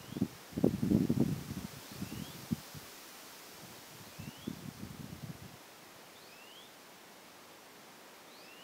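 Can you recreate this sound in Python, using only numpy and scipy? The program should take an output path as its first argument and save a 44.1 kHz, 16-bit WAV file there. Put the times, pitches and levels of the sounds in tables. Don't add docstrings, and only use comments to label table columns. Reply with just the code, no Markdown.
import sys
import numpy as np
from scipy import signal
from scipy.fft import rfft, irfft
from scipy.io import wavfile

SR = 44100
rng = np.random.default_rng(int(sys.argv[2]) if len(sys.argv) > 2 else 0)


def dump(signal):
    limited = np.clip(np.atleast_2d(signal).T, -1, 1)
    pcm = np.round(limited * 32767).astype(np.int16)
    wavfile.write(sys.argv[1], SR, pcm)


N = 380583


def from_db(db):
    return 10 ** (np.asarray(db) / 20)


def rms_one(x):
    return x / np.sqrt(np.mean(x ** 2) + 1e-20)


def in_time(rows):
    times, *columns = np.transpose(rows)
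    return [np.interp(np.arange(N) / SR, times, column) for column in columns]


def drift(rate_hz):
    hz = np.arange(N // 2 + 1) * SR / N
    return rms_one(irfft(rfft(rng.standard_normal(N)) / (1 + (hz / rate_hz) ** 2), N))


def coloured(x, colour):
    hz = np.maximum(np.arange(N // 2 + 1) * SR / N, 1)
    points_hz, db = np.transpose(colour)
    gain = from_db(np.interp(np.log(hz), np.log(points_hz), db))
    return rms_one(irfft(rfft(x) * gain, N))


def band(x, kind, edges_hz, order):
    return signal.sosfilt(signal.butter(order, edges_hz, kind, fs=SR, output="sos"), x)


def add(out, sound, start_s):
    at = round(start_s * SR) + np.arange(len(sound))
    inside = (at >= 0) & (at < N)
    out[at[inside]] += sound[inside]


def hive(wingbeat_hz=172.4, level_db=-78, waver=0.01165, swell_db=3):
    pitch_hz = wingbeat_hz * (1 + waver * drift(2.47))
    hum = np.sin(2 * np.pi * np.cumsum(pitch_hz) / SR)
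    return from_db(level_db) * rms_one(hum * from_db(swell_db * drift(1.8)))


def distant_rush(rush_db, gain_db=5.0):
    # frequency_hz, gain_db
    rush_colour = [(25, -24), (50, -27), (90, -8.5), (130, -7.5), (200, 0), (300, 2.5), (470, 1), (700, 0),
                   (1000, -1.5), (1500, -5), (2200, -6.5), (3200, -9.5), (6000, -16.5), (15000, -25.5)]
    return from_db(rush_db + gain_db) * coloured(rng.standard_normal(N), rush_colour)


def leaves(leaf_db, peak_touches_per_s=14000, spread_db=0.5, gain_db=5.0):
    # frequency_hz, gain_db
    leaf_colour = [(500, -4), (1200, 5), (2200, 3.5), (3800, 4), (5300, 6.5), (6500, 4), (8200, 0.5),
                   (10500, -0.5), (12500, -0.5), (14400, 2.5), (16000, -1.5)]
    touches_per_s = peak_touches_per_s * from_db((leaf_db - leaf_db.max()) / 2)
    touching = rng.random(N) < touches_per_s / SR
    grains = touching * rng.standard_normal(N) * from_db(spread_db * rng.standard_normal(N))
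    hiss = rms_one(grains) + 2 * rng.standard_normal(N)
    return from_db(leaf_db + gain_db) * coloured(hiss, leaf_colour)


def whistle(voice, waver, flutter_db=2):
    times, hz, db = np.transpose(voice)
    t = np.arange(int(0.6 * SR)) / SR
    pitch_hz = np.interp(t, times, hz) * (1 + waver * drift(160)[:len(t)])
    level = from_db(np.interp(t, times, db) + flutter_db * drift(30)[:len(t)])
    gate = np.clip(np.minimum(t - times[0], times[-1] - t) / 0.0064, 0, 1)
    return gate * level * np.sin(2 * np.pi * np.cumsum(pitch_hz) / SR)


def far_bird(direct_db=-1.5, echo_s=0.034, echo_db=-11.0, scatter_db=-4.0, scatter_t60_s=0.36):
    # start_s, upper_voice_db, lower_voice_db, lower_voice_lag_s
    calls = [(-.305, -66, -61, 0.11), (1.832, -60, -57.5, 0.11), (3.985, -63, -56.5, 0.12),
             (6.15, -61.5, -55.5, .118), (8.273, -60.5, -57, 0.092)]
    # time_in_note_s, pitch_hz, gain_db
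    upper_voice = [(0, 3440, -3), (.04, 3820, 0.5), (.08, 4220, 0), (.125, 4720, 0), (.195, 5250, -3),
                   (.255, 5150, -12)]
    lower_voice = [(0, 2370, -9), (.05, 2517, -5), (.13, 2677, -3.5), (.23, 2900, 0.5), (.31, 3232, 1),
                   (.36, 3446, -0.5), (.405, 3730, -7.5)]
    song = np.zeros(N)
    for start_s, upper_db, lower_db, lag_s in calls:
        add(song, from_db(upper_db) * whistle(upper_voice, waver=0.0217), start_s)
        add(song, from_db(lower_db) * whistle(lower_voice, waver=0.0093), start_s + lag_s)
    t = np.arange(SR // 2) / SR
    foliage = rng.standard_normal(len(t)) * from_db(-60 * t / scatter_t60_s)
    scattered = signal.fftconvolve(song, foliage / np.linalg.norm(foliage))[:N]
    heard = from_db(direct_db) * song + from_db(scatter_db) * scattered
    add(heard, from_db(echo_db) * song, echo_s)
    return heard


def airflow(attack_s=0.0058, release_s=0.02, still_air_db=-79):
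    # start_s, length_s, strength_db, loss_db (negative where it builds)
    gusts = [(0.0, 0.38, -51, -2), (0.49, 0.079, -53, -13), (.55, 0.19, -39, -6), (.73, 0.054, -28.5, 7),
             (0.818, .24, -28, 3), (1.092, .25, -36.5, -4), (1.34, 0.44, -37, 10.5), (1.913, 0.52, -43, 5),
             (2.502, .06, -40.5, -3), (2.74, 0.074, -46.5, -1.5), (3.528, .24, -55.5, 0.5),
             (3.798, 0.31, -60, -7.5), (4.183, 0.089, -45, 6), (4.372, 0.032, -45, 0),
             (4.458, 0.914, -49, -4.5), (5.412, 0.12, -50.5, -1), (5.796, 0.5, -69, 0)]
    t = np.arange(N) / SR
    flow = from_db(still_air_db)
    for start_s, length_s, strength_db, loss_db in gusts:
        age = t - start_s
        gate = np.clip(age / attack_s, 0, 1) * np.exp(-np.maximum(age - length_s, 0) / release_s)
        flow = flow + gate * from_db(strength_db - loss_db * np.clip(age / length_s, 0, 1))
    return flow


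def buffeting(gain_db=-3.5, lumpy_db=10.0, flutter_db=2.0, flow_ceiling_db=-33):
    # frequency_hz, gain_db
    gust_colour = [(25, -28), (50, -4), (80, 0.5), (140, 5.5), (230, -1), (320, -7.5), (430, -14.5),
                   (700, -42)]
    flow = airflow()
    flow = flow / np.hypot(1, flow / from_db(flow_ceiling_db))
    sputter = from_db(lumpy_db * np.tanh(drift(44)) + flutter_db * np.tanh(drift(22)))
    return from_db(gain_db) * flow * coloured(sputter * rng.standard_normal(N), gust_colour)


def eddy_train(length_s, gap_s=0.0105, jitter=0.221, uneven_db=3.0, fade_db=5.5):
    gaps, sizes = rng.uniform(-1, 1, (2, 15))
    delays = np.cumsum(gap_s * (1 + jitter * gaps))
    wake = [(delay_s, uneven_db * size - fade_db * delay_s / length_s)
            for delay_s, size in zip(delays, sizes) if delay_s < length_s]
    forerunner, main_eddy = (-0.008, -10.5), (0, 0)
    return [forerunner, main_eddy] + wake


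def eddies(width_cycles=0.33, spread_octaves=0.11, gain_db=2.46,
           rasp_gain_db=3.5, rasp_s=0.0038, rasp_growth=2.4):
    # time_s, length_s, strength_db, pitch_hz, rasp_db
    puffs = [(0.126, .005, -34.5, 188, -68), (.168, .016, -28.5, 240, -49), (0.221, .014, -20, 229, -45),
             (0.247, .014, -32.5, 220, -66), (0.58, .014, -25, 234, -46.5), (0.644, .005, -15.5, 212, -31),
             (.667, .005, -17.5, 323, -38), (.679, .01, -23, 205, -59), (.739, .018, -27, 185, -62),
             (.833, .06, -22, 202, -53), (0.911, .028, -18.5, 232, -47), (.949, .005, -17, 207, -39),
             (0.967, .026, -20, 234, -40), (1.008, .055, -21.5, 238, -53), (1.104, .022, -19.5, 226, -44.5),
             (1.177, .005, -24.5, 200, -57), (1.205, .036, -18, 235, -35), (1.29, .036, -27.5, 190, -53),
             (1.571, .028, -32.5, 207, -62), (1.65, .005, -31, 195, -56), (2.023, .018, -30.5, 198, -66),
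             (2.126, .018, -33.5, 240, -54), (2.199, .005, -34, 170, -64), (2.223, .005, -33.5, 222, -62),
             (2.528, .005, -21.5, 212, -64), (4.2, .005, -36, 138, -72), (4.278, .014, -35, 205, -72),
             (4.481, .008, -27, 241, -60), (4.508, .012, -32.5, 202, -68), (4.659, .005, -37, 168, -70),
             (4.687, .005, -33, 190, -66), (4.834, .005, -34, 223, -70), (5.009, .005, -37, 189, -63),
             (5.044, .005, -34.5, 182, -62), (5.13, .005, -38, 150, -72), (5.295, .018, -37, 158, -65)]
    # frequency_hz, gain_db
    rasp_colour = [(200, -10), (380, 6.5), (500, 11), (750, -1), (1200, -18), (1900, -31), (4000, -48),
                   (9000, -80)]
    thumps, breaking = np.zeros(N), np.zeros(N)
    t = np.arange(-SR // 50, SR // 50) / SR
    burst = np.exp(-(t / rasp_s) ** 2)
    for time_s, length_s, strength_db, pitch_hz, rasp_db in puffs:
        chance = rng.standard_normal((17, 2))
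        for (delay_s, eddy_db), (detune, skew) in zip(eddy_train(length_s), chance):
            cycles = t * pitch_hz * 2 ** (spread_octaves * detune)
            swing = -np.sin(2 * np.pi * cycles + 1.18 * skew) / np.cosh(cycles / width_cycles)
            start_s = time_s + delay_s + t[0]
            add(thumps, from_db(gain_db + strength_db + eddy_db) * swing, start_s)
            add(breaking, from_db(rasp_gain_db + rasp_db + rasp_growth * eddy_db) * burst, start_s)
    return thumps + breaking * coloured(rng.standard_normal(N), rasp_colour)


def microphone_port(wind, low_cut_hz=70, octave_db=-1, octave_cut_hz=380, fizz_db=-41):
    # low_hz, high_hz
    fizz_band_hz = (11500, 12600)
    swings = band(wind, "high", low_cut_hz, order=3)
    octave = from_db(octave_db) * band(swings ** 2, "high", octave_cut_hz, order=4)
    hiss = rms_one(band(rng.standard_normal(N), "band", fizz_band_hz, order=3))
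    fizz = from_db(fizz_db) * np.abs(swings) * hiss
    return swings + octave + fizz


def scene():
    # time_s, distant_rush_db, nearby_leaves_db
    breeze = [(0, -60.5, -62), (0.8, -59.5, -61.5), (1.6, -59, -58.8), (2.1, -59.5, -57.6),
              (2.8, -60.5, -58.0), (3.8, -60.5, -60), (4.8, -61, -62.5), (5.8, -61, -65), (7, -61.4, -66),
              (8.63, -60.5, -67)]
    rush_db, leaf_db = in_time(breeze)
    wind = microphone_port(eddies() + buffeting())
    air = wind + distant_rush(rush_db) + leaves(leaf_db) + far_bird() + hive()
    return np.stack([air, air])


def record(dry, cutoff_hz=15750, slope_width_hz=100):
    hz = np.arange(N // 2 + 1) * SR / N
    passband = np.clip((cutoff_hz - hz) / slope_width_hz + 0.5, 0, 1)
    return irfft(rfft(dry) * passband, N)


dry = scene()
out = record(dry)
dump(out)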